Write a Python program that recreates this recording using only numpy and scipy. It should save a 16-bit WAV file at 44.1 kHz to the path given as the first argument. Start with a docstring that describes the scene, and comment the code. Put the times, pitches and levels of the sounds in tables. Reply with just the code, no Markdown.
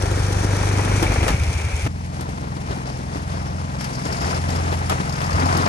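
"""A snowy driveway, ploughed by a quad bike with a one-cylinder four-stroke engine.
Each firing rings the exhaust while valves clatter and loose panels buzz. The bike shoves a load into
a snowbank, the steel blade knocks, and the engine drops to a putting idle. After an abrupt jump in
time it approaches from the far end: snow crunches on the blade, the edge bumps and grates over the
ground, and the tyres rumble on packed ruts."""
import sys
import numpy as np
from scipy import signal
from scipy.fft import rfft, irfft, next_fast_len
from scipy.io import wavfile
from scipy.ndimage import uniform_filter1d

SR = 44100
rng = np.random.default_rng(int(sys.argv[2]) if len(sys.argv) > 2 else 0)


def store_wav(level_fs):
    """Save 16-bit WAV to argv[1]."""
    pcm = np.round(np.clip(np.atleast_2d(level_fs), -1, 1) * 32767)
    wavfile.write(sys.argv[1], SR, pcm.T.astype(np.int16))


N = 250488
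TIME = np.arange(N) / SR
SHORT_TIME = TIME[:SR // 4]
FFT_SIZE = next_fast_len(N + SR // 2)
BIN_HZ = np.maximum(np.arange(FFT_SIZE // 2 + 1) * SR / FFT_SIZE, 1)
PATHS = 3   # noisy layers come as rows: direct, scattered left, scattered right
STOP_S, JUMP_S = 1.33, 1.876   # the bike stops at the bank; the cut to the far run


def exhaust(cycles, modes, uneven_db, jitter_s, rush, smear_s, order):
    """One uneven blow per firing, plus turbulent gas, rings the pipe at an even level."""
    times = at_angles(cycles, 0)
    blows = clicks(times + jitter_s * scatter(times), from_db(uneven_db * scatter(times)))
    drive = unit_rms(blows) + rush * rng.standard_normal(N)
    preroll = np.searchsorted(cycles, cycles[0] + 8)   # eight firings set the pipe ringing
    drive = np.concatenate([drive[:preroll], drive])
    ring = 0
    for k, (hz, width, db) in enumerate(modes):
        delay = int(k * k * smear_s * SR)   # reflections hold the higher modes back
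        ring = ring + from_db(db) * np.roll(resonate(drive, hz, width, order), delay)[preroll:]
    ring = butter(ring, 380)
    power = uniform_filter1d(uniform_filter1d(ring ** 2, SR // 11), SR // 11)
    return ring / np.sqrt(power + 1e-18)


def pops(cycles):
    """The front of each exhaust pulse leaves the tailpipe as a short, hard pop."""
    times = at_angles(cycles, 0)
    blows = clicks(times, from_db(3 * scatter(times)))
    return unit_rms(butter(resonate(blows, hz=190, width_hz=220, order=2), 420))


# Exhaust resonances, close up: pitch_hz, width_hz, level_db
NEAR_PIPE_MODES = [(48, 3, -4), (71, 3, -2), (97, 2.5, 0), (120.5, 4, -5), (144, 4, -10), (170, 2.5, -11),
                   (246, 10, -21), (411, 8, -19)]

def near_exhaust(cycles):
    """Under load the pipe drones and pops; the silencer sings at four times the firing rate."""
    drone = exhaust(cycles, NEAR_PIPE_MODES, uneven_db=1, jitter_s=.0003, rush=.42, smear_s=0, order=1)
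    blend = np.cos(np.pi * TIME / STOP_S)   # the note gives ground to the pops
    pop = from_db(-40 - 3 * blend) * pops(cycles)
    note = from_db(-26 + 2.5 * blend + drift(5)) * np.cos(8 * np.pi * cycles - 1)
    return near_gain(-21.3, rise_db=1.7) * drone + pop + note


def chug(cycles):
    """Low-end weight: a rough tone at twice the firing rate."""
    tone = np.sqrt(2) * np.sin(4 * np.pi * cycles)
    return near_gain(-29, rise_db=11) * (tone + .5 * rumble(hz=44, width_hz=20))


def putt(start_s, hz, length_s, bend):
    """A short swell of the silencer's note, bending upwards."""
    age = np.clip((TIME - start_s) / length_s, 0, 1)
    phase = 2 * np.pi * hz * length_s * (age + bend * age * (age - 1))
    return -np.sin(np.pi * age ** .62) * (np.sin(phase) + from_db(-18.5) * np.sin(2 * phase))


# Single firings at idle: start_s, level_db, pitch_hz
IDLE_FIRINGS = [(1.32, -12, 85.6), (1.398, -11, 82.4), (1.473, -13, 84), (1.544, -15, 78),
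                (1.637, -14, 86.4), (1.727, -14, 73.4), (1.825, -14.5, 95)]

def idle_putts():
    """Each slow firing is a putt with an uneven upper note, then a weaker gulp at the intake."""
    out = 0
    for s, db, hz in IDLE_FIRINGS:
        note = putt(s, hz, length_s=.0463, bend=rng.uniform(0, .46))
        upper = from_db(rng.normal(-11, 1.7)) * putt(s + .0107, 129.3, length_s=.059, bend=.068)
        gulp = from_db(rng.normal(-9.5, 2.8)) * putt(s + .0423, 1.084 * hz, length_s=.062, bend=.037)
        out = out + from_db(db) * (note + upper + gulp)
    return out


# The distant exhaust's deep boom and mid bark: pitch_hz, width_hz, level_db
BOOM_MODES = [(43.5, 6, -7), (64.5, 9, 0), (108, 9, -8)]
BARK_MODES = [(127, 28, 0), (152.5, 8.8, -4), (172.7, 13.4, -4.5), (190.9, 11.8, -3), (220.7, 18, -16.5),
              (232, 31, -7.5), (279, 41, -17)]
# Fader ride on the silencer's drone: time_s, level_db
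DRONE_RIDE = [(1.93, -27.5), (2.25, -30), (2.52, -33.5), (2.73, -34), (2.76, -37), (3.21, -26.5),
              (3.58, -26.5), (3.98, -35), (4.01, -34.5), (4.46, -21), (4.9, -21), (5.03, -31.5),
              (5.45, -18), (5.68, -23.5)]

def far_exhaust(cycles):
    """The pipe booms and barks; the silencer's drone swells as the engine pulls."""
    drone_db = over_time(DRONE_RIDE)
    drone = from_db(drone_db + .3 + .5 * drift(9)) * np.sin(8 * np.pi * cycles)
    boom = exhaust(cycles, BOOM_MODES, uneven_db=1.2, jitter_s=.0003, rush=.16, smear_s=.003, order=2)
    bark = exhaust(cycles, BARK_MODES, uneven_db=2, jitter_s=.00043, rush=.21, smear_s=.0023, order=2)
    pull_db = drone_db - drone_db.mean()
    bark *= from_db(-.12 * pull_db + .053 * drag_db())
    return drone + far_gain(-38, falloff=1) * boom + far_gain(-32, falloff=1.14) * bark


def clatter(cycles, uneven_db, jitter_s, rush, throb_db, contacts=60):
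    """Valves, chain and gears touch at the same crank angles every cycle, over a rush of noise."""
    rattle = []
    for _ in range(PATHS):
        times = at_angles(cycles, rng.random(contacts))
        sizes = rng.choice([-1, 1], contacts) * from_db(uneven_db * scatter(times))
        rattle.append(unit_rms(clicks(times + jitter_s * scatter(times), sizes)))
    return (np.array(rattle) + rush * noise()) * from_db(throb_db * np.cos(2 * np.pi * cycles))


# EQ of the engine's clatter, close up: freq_hz, gain_db
NEAR_CLATTER_EQ = [(170, 11), (260, 4.5), (420, 6), (600, 3), (850, 5.5), (1100, -0.5), (1350, 2),
                   (1900, -3.5), (2300, -17.5), (2900, -18), (4500, -5.5)]

def near_mechanics(cycles, rev_gain):
    """The moving parts clatter, softer as the revs fall, and ring the casing."""
    works = clatter(cycles, uneven_db=2.5, jitter_s=.00005, rush=.94, throb_db=.5)
    works = equalise(works * from_db(.22 * drift(58)), NEAR_CLATTER_EQ)
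    works *= near_gain(-28.5, rise_db=2) * rev_gain * idle_trim(-.3)
    taps = clatter(cycles, uneven_db=3, jitter_s=.0001, rush=.49, throb_db=0)
    casing = near_gain(-33, rise_db=12.5) * idle_trim(-1.9) * band(taps, hz=2310, width_hz=560)
    return works + casing


# EQ of the engine's clatter, far off: freq_hz, gain_db
FAR_CLATTER_EQ = [(170, 13.5), (280, 2.5), (420, 1), (600, 0.8), (780, -14), (1000, 2.5), (1200, -3.5),
                  (1600, -7), (2200, -16), (2800, -17.5), (4300, -10.5)]

def far_mechanics(cycles):
    """The distant clatter flutters in level and has a hollow midrange ring."""
    works = clatter(cycles, uneven_db=2.5, jitter_s=.00006, rush=1, throb_db=-.8)
    works = equalise(works * from_db(3.7 * drift(32)), FAR_CLATTER_EQ)
    taps = clatter(cycles, uneven_db=6.5, jitter_s=.0001, rush=.83, throb_db=-1)
    hollow = band(taps, hz=740, width_hz=323)
    return far_gain(-37.5, falloff=.93) * works + far_gain(-40, falloff=1.72) * hollow


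# EQ of the engine's hiss, close up: freq_hz, gain_db
ENGINE_HISS_EQ = [(2600, 3), (3300, 3.5), (4000, -2.5), (4700, -2.5), (5800, 4), (6500, 0), (8000, -3),
                  (9100, 1.5), (10200, -4.5), (11000, 1), (12200, -23)]

def engine_hiss(cycles):
    """The intake and chain hiss, pulsing with each firing; under load a thin whistle sits on top."""
    hiss = equalise(crunch(per_s=500, spread_db=5, clump_db=1.2, smooth=1), ENGINE_HISS_EQ)
    hiss *= from_db(.9 * np.cos(2 * np.pi * (cycles + .15)))
    whistle = throttle() * from_db(-14 + 2.5 * drift(12)) * band(noise(), hz=5850, width_hz=420)
    return idle_trim(-4.5) * (hiss + whistle)


def throttle(close_s=.055):
    """1 under load, closing to 0 as the bike stops."""
    return 1 - ramp(STOP_S, close_s)


def idle_trim(idle_db):
    """Gain that ducks a layer when the throttle closes."""
    return from_db(idle_db * (1 - throttle()))


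# Resonances of the steel blade: pitch_hz, width_hz, level_db
BLADE_MODES = [(626, 57, 1), (820, 205, 7.5), (1240, 300, -0.5), (1670, 100, -3.5), (2620, 190, -16)]
# Hits on the blade and its frame: start_s, level_db, crack_offset_db, thud_db, thud_hz
BLADE_HITS = [(.447, -41, -19, -17.5, 386), (1.027, -15, -22, -7, 332), (1.122, -29, -12, -16, 416),
              (1.229, -17, -27, -18, 333), (1.28, -12, -15.5, -14, 523), (1.29, -24, -23, -33, 293),
              (1.864, -20, -29, -17.5, 296), (2.209, -29, -8, -26.5, 293), (2.289, -37, -30, -22, 292),
              (2.708, -33, -18, -25.5, 415), (3.157, -31, -30, -25, 297), (3.808, -25.5, -15, -40, 302),
              (3.843, -25.5, -14, -50, 302), (4.218, -26, -17, -38, 340), (4.489, -25, -31, -25.5, 304),
              (4.55, -30, -18, -28, 294), (4.725, -23.5, -33, -23, 420), (4.898, -18.5, -32, -39, 282),
              (4.915, -38, -18, -25, 275), (5.215, -21.5, -27, -26, 403), (5.573, -33.5, 3.5, -20, 333)]

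def blade_knocks():
    """Each knock layers a rattle through the blade's modes, a bright crack and a thud of the frame."""
    rattle, crack, thud = np.zeros((3, PATHS, N))
    for s, db, crack_offset_db, thud_db, thud_hz in BLADE_HITS:
        add(rattle, s, from_db(db) * burst(t60=.14))
        add(crack, s, from_db(db + crack_offset_db) * burst(t60=.03))
        phase = 2 * np.pi * thud_hz * SHORT_TIME
        tone = np.sin(phase) + from_db(-8.5) * np.sin(1.434 * phase)
        add(thud[0], s, decay(thud_db, t60=.047) * tone)
    bright = butter(crack + 1e-18, [3000, 11000], "band")
    return from_db(31.5) * body(rattle, BLADE_MODES) + from_db(29) * bright + thud


# Ring of the steel linkage: pitch_hz, level_db, t60_s
LINKAGE_MODES = [(755, 3, 0.14), (950, -13, 0.037), (1270, 1.5, 0.088), (1380, -12, .04), (1800, -15, .05),
                 (2320, -16, 0.34), (3320, -8, 0.086), (5100, -23, 0.12), (5340, -3, 0.047),
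                 (6100, -20, .05)]
# The linkage hits its stop: start_s, level_db
LINKAGE_HITS = [(1.026, -23), (4.896, -23)]

def linkage_clanks():
    """Steel meets steel, left of centre: a hard snap, and modes with their own phase on each side."""
    out = np.zeros((2, N))
    for s, db in LINKAGE_HITS:
        ring = sum(decay(level, t60) * np.sin(2 * np.pi * (hz * SHORT_TIME + rng.random((2, 1))))
                   for hz, level, t60 in LINKAGE_MODES)
        snap = decay(1, t60=.047) * rng.standard_normal((2, len(SHORT_TIME)))
        add(out, s, from_db(db) * (ring + snap))
    return out * from_db([[2], [-2]])


# A light tap of the linkage: start_s, pitch_hz, level_db
LINKAGE_TAP = (1.066, 2310, -18)

def linkage_clink(t60=.056):
    """One steel mode dies away quickly."""
    s, hz, db = LINKAGE_TAP
    age = np.maximum(TIME - s, 0)
    return from_db(db - 60 * age / t60) * np.sin(2 * np.pi * hz * age)


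# The blade's edge drags on pavement: start_s, length_s, level_db
EDGE_DRAGS = [(2.858, .02, -46), (2.913, .016, -47), (3.12, .03, -46), (3.306, 0.28, -49),
              (3.79, 0.056, -41), (3.925, 0.44, -41.5), (4.48, 0.13, -51), (5.12, 0.24, -49),
              (5.335, 0.4, -46)]

def edge_grating():
    """The steel edge skips over grit and rings high."""
    skips = crunch(per_s=350, spread_db=2, clump_db=1.5, smooth=.6)
    contact = sum(from_db(db) * held(s, length, attack_s=.012, release_s=.06)
                  for s, length, db in EDGE_DRAGS)
    return contact * band(skips, hz=5170, width_hz=1100)


# Ring of the edge: pitch_hz, width_hz, level_db
EDGE_MODES = [(4770, 270, -1), (5220, 280, 3), (6350, 960, -6.5)]
# The edge catches and skips: start_s, level_db
EDGE_CATCHES = [(3.8117, -27), (3.8437, -23.5), (3.9315, -31.5), (3.9544, -28), (3.9894, -32),
                (4.0357, -34), (4.0532, -24), (4.0794, -38), (4.125, -22), (4.1314, -34), (4.169, -26),
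                (4.2088, -27), (4.2294, -30), (4.2472, -25), (4.2644, -29), (4.2936, -27), (4.3094, -33),
                (4.3435, -27), (4.4852, -29), (4.5033, -23), (4.5244, -37), (4.559, -25), (4.5865, -38),
                (4.6882, -35), (4.72, -30), (5.095, -25), (5.1247, -25.5), (5.1557, -29), (5.2051, -29),
                (5.242, -25.5), (5.2644, -27), (5.306, -25), (5.3294, -24), (5.3986, -24), (5.456, -23),
                (5.477, -27), (5.5069, -31), (5.5254, -24), (5.5687, -23), (5.6194, -23.5), (5.66, -22.5)]

def edge_ticks():
    """Each catch of the steel edge is a brief, bright ring."""
    s, db = np.transpose(EDGE_CATCHES)
    return tails(clicks(s, from_db(db - 4.5)), t60=.057) * unit_rms(body(noise(), EDGE_MODES))


# Resonances of the plough's frame: pitch_hz, width_hz, level_db
FRAME_MODES = [(296, 25, 0), (344, 20, -3), (406, 20, -3.5), (493, 15, -4)]

def frame_ring(jolts_per_s=45):
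    """Ruts jolt the plough's frame at random."""
    jolts = rng.standard_normal(N).clip(-1.5, 1.5) * (rng.random(N) < jolts_per_s / SR)
    return unit_rms(body(jolts, FRAME_MODES))


def groan(middle_s, length_s, hz, sag_hz_per_s, db):
    """A short low groan sinks in pitch during the hardest push."""
    age = TIME - middle_s
    phase = 2 * np.pi * age * (hz - .5 * sag_hz_per_s * age)
    return from_db(db) * swell(middle_s, length_s) * np.sin(phase)


# Shoves through heavier snow: start_s, length_s, boost_db
SNOW_SHOVES = [(2.126, 0.28, 4.5), (2.69, 0.074, 4.5), (2.85, 0.019, 3.5), (3.117, 0.045, 3.5),
               (3.29, 0.17, 2), (4.045, 0.11, 3.5), (4.2, 0.15, 5.5), (4.487, 0.25, 2.5), (4.902, 0.041, 5),
               (5.345, 0.4, 5.5)]

def drag_db():
    """The snow's resistance as a level ride: the blade bites once, then meets each shove."""
    running_free = 1 - ramp(start_s=2.4, length_s=.078)
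    shoves = sum(db * held(s, length, attack_s=.017, release_s=.058) for s, length, db in SNOW_SHOVES)
    return -3 * running_free + shoves


def crunch(per_s, spread_db, clump_db, smooth, grain_s=.0045):
    """A gritty texture: clumps of tiny noise grains over a smooth hiss."""
    sizes = from_db(spread_db * np.minimum(rng.exponential(1, N), 4))
    breaks = sizes * (rng.random(N) < per_s / SR)
    grains = signal.lfilter([1], [1, -np.exp(-1 / (grain_s * SR))], breaks + 1e-18)
    return (unit_rms(grains) * noise() + smooth * noise()) * from_db(clump_db * drift(34))


# EQ of breaking clods: freq_hz, gain_db
CLOD_EQ = [(400, 0), (700, -5), (1250, -4.5), (2200, -7)]

def clods():
    """Frozen clods break on the blade in dense, dry grains."""
    return equalise(crunch(per_s=300, spread_db=2.5, clump_db=1, smooth=.3), CLOD_EQ)


def snow_rasp():
    """Packed snow rasps along the blade in coarse grains."""
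    return band(crunch(per_s=260, spread_db=2.5, clump_db=1.2, smooth=.5), hz=1155, width_hz=530)


# EQ of the sliding blade, far off: freq_hz, gain_db
SCRAPE_EQ = [(2000, 13.5), (3200, -0.5), (4000, -3.5), (5300, 2.5), (6500, -1), (8000, -3), (9000, -3),
             (10200, -2.5), (11000, 2.5), (12200, -37)]

def blade_scrape():
    """The sliding blade hisses, louder with each shove and once it reaches bare ground."""
    bare_ground = ramp(start_s=3.78, length_s=.012)
    hiss = equalise(crunch(per_s=430, spread_db=6, clump_db=1.5, smooth=4.5), SCRAPE_EQ)
    return from_db(.59 * drag_db() + 4 * bare_ground) * hiss


# EQ of the loose racks and panels: freq_hz, gain_db
PANEL_EQ = [(330, 10), (520, 4), (800, 0.5), (1400, -6), (2300, -6), (2800, -14)]
# Ruts that shake them: start_s, level_db
RUT_HITS = [(.058, -19.5), (.138, -27), (0.199, -28), (.247, -24), (.294, -37), (.442, -27), (0.506, -33),
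            (0.532, -20), (0.556, -25), (.612, -23), (0.635, -20), (0.669, -17), (0.71, -26),
            (0.783, -17.5), (0.793, -19), (.858, -20), (.914, -21), (.952, -36), (1.107, -18)]

def loose_panels(cycles, rev_gain):
    """Under load each firing kicks the panels into a harsh buzz; ruts throw them about harder."""
    times = at_angles(cycles, .42)
    kicks = clicks(times, from_db(2 * scatter(times).clip(-1.5, 1.5)))
    buzz = equalise(tails(kicks, t60=.06) * noise(), PANEL_EQ)
    s, db = np.transpose(RUT_HITS)
    rattle = tails(clicks(s, from_db(db - 3)), t60=.07) * equalise(noise(), PANEL_EQ)
    return throttle() * rev_gain * near_gain(-30, rise_db=9) * buzz + rattle


# Ridges under the tyres: middle_s, length_s, boost_db
TYRE_RIDGES = [(2.297, 0.062, 12), (2.73, 0.23, 7), (4.19, 0.39, 10), (5.334, 0.13, 17)]

def far_tyres():
    """The tyres rumble on packed ruts and swell over each ridge."""
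    boost_db = sum(db * swell(s, length) for s, length, db in TYRE_RIDGES)
    return far_gain(-41, falloff=.7) * from_db(boost_db) * rumble(hz=68, width_hz=50)


def near_gain(stop_db, rise_db):
    """Gain that moves by rise_db to reach stop_db as the bike stops."""
    return from_db(stop_db - rise_db * (1 - ramp(0, STOP_S)))


def far_gain(start_db, falloff):
    """Gain that grows as a power of the shrinking distance."""
    metres = np.interp(TIME, [1.9, 5.68], [19.95, 11])
    return from_db(start_db) * (metres[0] / metres) ** falloff


def stereo(direct, paths, image):
    """The direct sound reaches the sides out of step; walls and trees scatter the rest to both."""
    balance_db, share, lead = over_hz(image)
    straight, *scattered = rfft(paths, FFT_SIZE)
    straight = np.sqrt(share) * straight + rfft(direct, FFT_SIZE)
    sides = []
    for side, diffuse in zip((1, -1), scattered):
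        pan = np.sqrt(2 / (1 + from_db(-2 * side * balance_db)))
        heard = straight * np.exp(.5j * side * lead) + np.sqrt(1 - share) * diffuse
        sides.append(irfft(heard * pan, FFT_SIZE)[:N])
    return np.array(sides)


def from_db(db):
    """Decibels to gain."""
    return 10 ** (np.asarray(db) / 20)


def unit_rms(x):
    """Scale to unit power."""
    return x / np.sqrt(np.mean(x ** 2) + 1e-20)


def over_time(rows):
    """A curve's value at every sample."""
    return np.interp(TIME, *np.transpose(rows))


def over_hz(rows):
    """Each column of a frequency table at every FFT bin."""
    hz, *columns = np.transpose(rows)
    return [np.interp(np.log(BIN_HZ), np.log(hz), c) for c in columns]


def at_angles(cycles, angles):
    """Times at which each engine cycle passes the given fractions of a cycle."""
    return np.interp(np.arange(int(cycles[-1]) + 1)[:, None] + angles, cycles, TIME, left=-1, right=-1)


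def scatter(times):
    """One random offset of spread 1 per event."""
    return rng.standard_normal(times.shape)


def noise():
    """Unrelated white noise on each path."""
    return rng.standard_normal((PATHS, N))


def rumble(hz, width_hz):
    """A single low band of noise."""
    return band(rng.standard_normal(N), hz, width_hz)


def drift(rate_hz, step=40):
    """Smooth random wander of spread 1."""
    r = np.exp(-2 * np.pi * step * rate_hz / SR)
    slow = signal.lfilter([1], [1, -2 * r, r * r], rng.standard_normal(N // step + 2002))[2000:]
    return np.interp(np.arange(N) / step, np.arange(len(slow)), unit_rms(slow))


def clicks(times, sizes):
    """A train of single clicks."""
    at = np.round(np.ravel(times) * SR).astype(int)
    inside = (at >= 0) & (at < N)
    return np.bincount(at[inside], np.ravel(sizes)[inside], N)


def burst(t60):
    """Dying noise with unit energy on each path."""
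    tail = rng.standard_normal((PATHS, len(SHORT_TIME))) * decay(0, t60)
    return tail / np.linalg.norm(tail, axis=1, keepdims=True)


def decay(db, t60):
    """A quarter-second envelope falling 60 dB every t60 seconds."""
    return from_db(db - 60 * SHORT_TIME / t60)


def tails(hits, t60):
    """An envelope that jumps at each click and dies away."""
    return signal.lfilter([1], [1, -from_db(-60 / (t60 * SR))], hits + 1e-18)


def ramp(start_s, length_s):
    """A straight fade from 0 to 1."""
    return np.clip((TIME - start_s) / length_s, 0, 1)


def held(start_s, length_s, attack_s, release_s):
    """Attack, hold and release between 0 and 1."""
    return ramp(start_s, attack_s) * (1 - ramp(start_s + length_s, release_s))


def swell(middle_s, length_s):
    """A smooth rise and fall between 0 and 1."""
    return np.cos(np.pi * np.clip((TIME - middle_s) / length_s, -.5, .5))


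def butter(x, hz, kind="low"):
    """A gentle filter, low-pass by default."""
    return signal.sosfilt(signal.butter(2, hz, kind, fs=SR, output="sos"), x)


def equalise(x, curve):
    """Apply an EQ curve that rolls off beyond its ends; unit power."""
    skirts = 1 / (1 + (curve[0][0] / BIN_HZ) ** 4) / (1 + (BIN_HZ / curve[-1][0]) ** 4)
    return unit_rms(irfft(rfft(x, FFT_SIZE) * from_db(over_hz(curve)[0]) * skirts, FFT_SIZE)[:, :N])


def resonate(x, hz, width_hz, order=1):
    """A resonance with peak gain 1; a higher order swells more slowly and has steeper sides."""
    r = np.exp(-np.pi * width_hz / SR)
    gain = (1 - r * r) / 2
    section = [gain, 0, -gain, 1, -2 * r * np.cos(2 * np.pi * hz / SR), r * r]
    return signal.sosfilt([section] * order, x + 1e-18)


def band(x, hz, width_hz):
    """A steep resonance at unit power."""
    return unit_rms(resonate(x, hz, width_hz, order=2))


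def body(x, modes):
    """Resonances side by side."""
    return sum(from_db(db) * resonate(x, hz, width) for hz, width, db in modes)


def add(track, start_s, sound):
    """Mix a short sound into a track."""
    start = int(start_s * SR)
    sound = sound[..., :N - start]
    track[..., start:start + sound.shape[-1]] += sound


# Engine speed, steady under load and then running down: time_s, firing_hz
NEAR_REVS = [(0, 24.1), (.3, 24.2), (.5, 24.5), (.72, 24.45), (.85, 24.7), (1.05, 24.8), (1.14, 24.5),
             (1.24, 16.5), (1.33, 14), (1.88, 10)]
# Stereo image, close up: freq_hz, left_over_right_db, direct_share, left_lead_rad
NEAR_IMAGE = [(100, 0.9, 0.97, 0.2), (300, 1.2, 0.84, 0.5), (550, 4.0, 0.53, 1.2), (950, 5.5, 0.29, 2.2),
              (1500, 4.1, 0.14, 4.5), (2300, 0.9, 0.68, 7.5), (3300, 2.6, 0.27, 9.0),
              (4300, 5.3, 0.26, 13.0), (5400, 7.8, 0.29, 15.8), (6600, 6.5, 0.49, 19.5),
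              (8300, -0.0, 0.3, 15.0), (9700, 0.2, 0.91, 9.7), (10500, 0.3, 0.94, 9.3),
              (11600, -0.2, 0.85, 6.4)]

def near_run(knocks):
    """Full load into the bank, then the throttle closes."""
    firing_hz = over_time(NEAR_REVS)
    cycles = .09 + np.cumsum(firing_hz) / SR
    rev_gain = (firing_hz / firing_hz[0]) ** .53
    pipe = near_exhaust(cycles)
    tyres = near_gain(-25, rise_db=6) * rumble(hz=69.5, width_hz=70)
    mechanics = near_mechanics(cycles, rev_gain)
    hiss = near_gain(-32.5, rise_db=3) * engine_hiss(cycles)
    panels = loose_panels(cycles, rev_gain)
    pushing = pipe + tyres + chug(cycles) + near_gain(-37, rise_db=-5.5) * frame_ring()
    direct = throttle() * pushing + idle_putts() + linkage_clink()
    return stereo(direct, mechanics + hiss + panels + knocks, NEAR_IMAGE)


# Engine speed, held almost steady: time_s, firing_hz
FAR_REVS = [(1.9, 21.45), (2.55, 21.45), (2.83, 20.85), (3.2, 21.35), (3.55, 21.65), (3.94, 21.3),
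            (4.26, 21.3), (4.38, 21.65), (4.68, 21.3), (4.9, 21.45), (5.1, 21.95), (5.27, 21.65),
            (5.44, 22.1), (5.68, 22.2)]
# Stereo image, far off: freq_hz, left_over_right_db, direct_share, left_lead_rad
FAR_IMAGE = [(100, 0.0, 0.98, 0.4), (300, 3.1, 0.93, 0.9), (550, 2.0, 0.89, 1.9), (950, 5.1, 0.91, 2.7),
             (1500, 3.6, 0.77, 3.6), (2300, 2.7, 0.45, 3.7), (3300, 5.1, 0.15, 4.0), (4300, 8.6, 0.48, 6.8),
             (5400, 12.8, 0.55, 8.6), (6600, 13.4, 0.15, 6.0), (8300, 4.5, 0.59, 2.4),
             (9700, 0.1, 0.93, -2.9), (10500, 0.1, 0.96, -3.2), (11600, 0.4, 0.78, -6.1)]

def far_run(knocks):
    """A steady push from the far end, the blade dragging along the ground."""
    cycles = .28 + np.cumsum(over_time(FAR_REVS)) / SR
    drag = from_db(drag_db())
    pipe = far_exhaust(cycles)
    mechanics = far_mechanics(cycles)
    crumble = far_gain(-46.5, falloff=3.27) * clods()
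    frame = far_gain(-44.5, falloff=.19) * frame_ring()
    rasp = far_gain(-52.5, falloff=3.87) * snow_rasp()
    scrape = far_gain(-43, falloff=.65) * blade_scrape()
    strain = groan(middle_s=5.44, length_s=.16, hz=261.5, sag_hz_per_s=110, db=-23.5)
    direct = pipe + drag * frame + strain + far_tyres()
    blade = scrape + edge_grating() + edge_ticks() + from_db(3) * knocks * (TIME > 2)
    return stereo(direct, drag * (mechanics + crumble + rasp) + blade, FAR_IMAGE)


def scene():
    """A hard cut from the near run to the far one, with a clank in each."""
    knocks = blade_knocks()
    return np.where(TIME < JUMP_S, near_run(knocks), far_run(knocks)) + linkage_clanks()


def record(dry):
    """The deep bass and the top are cut."""
    dry = butter(dry, 30, "high")
    return signal.sosfilt(signal.ellip(10, .2, 80, 12300, fs=SR, output="sos"), dry)


dry = scene()
out = record(dry)
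store_wav(out)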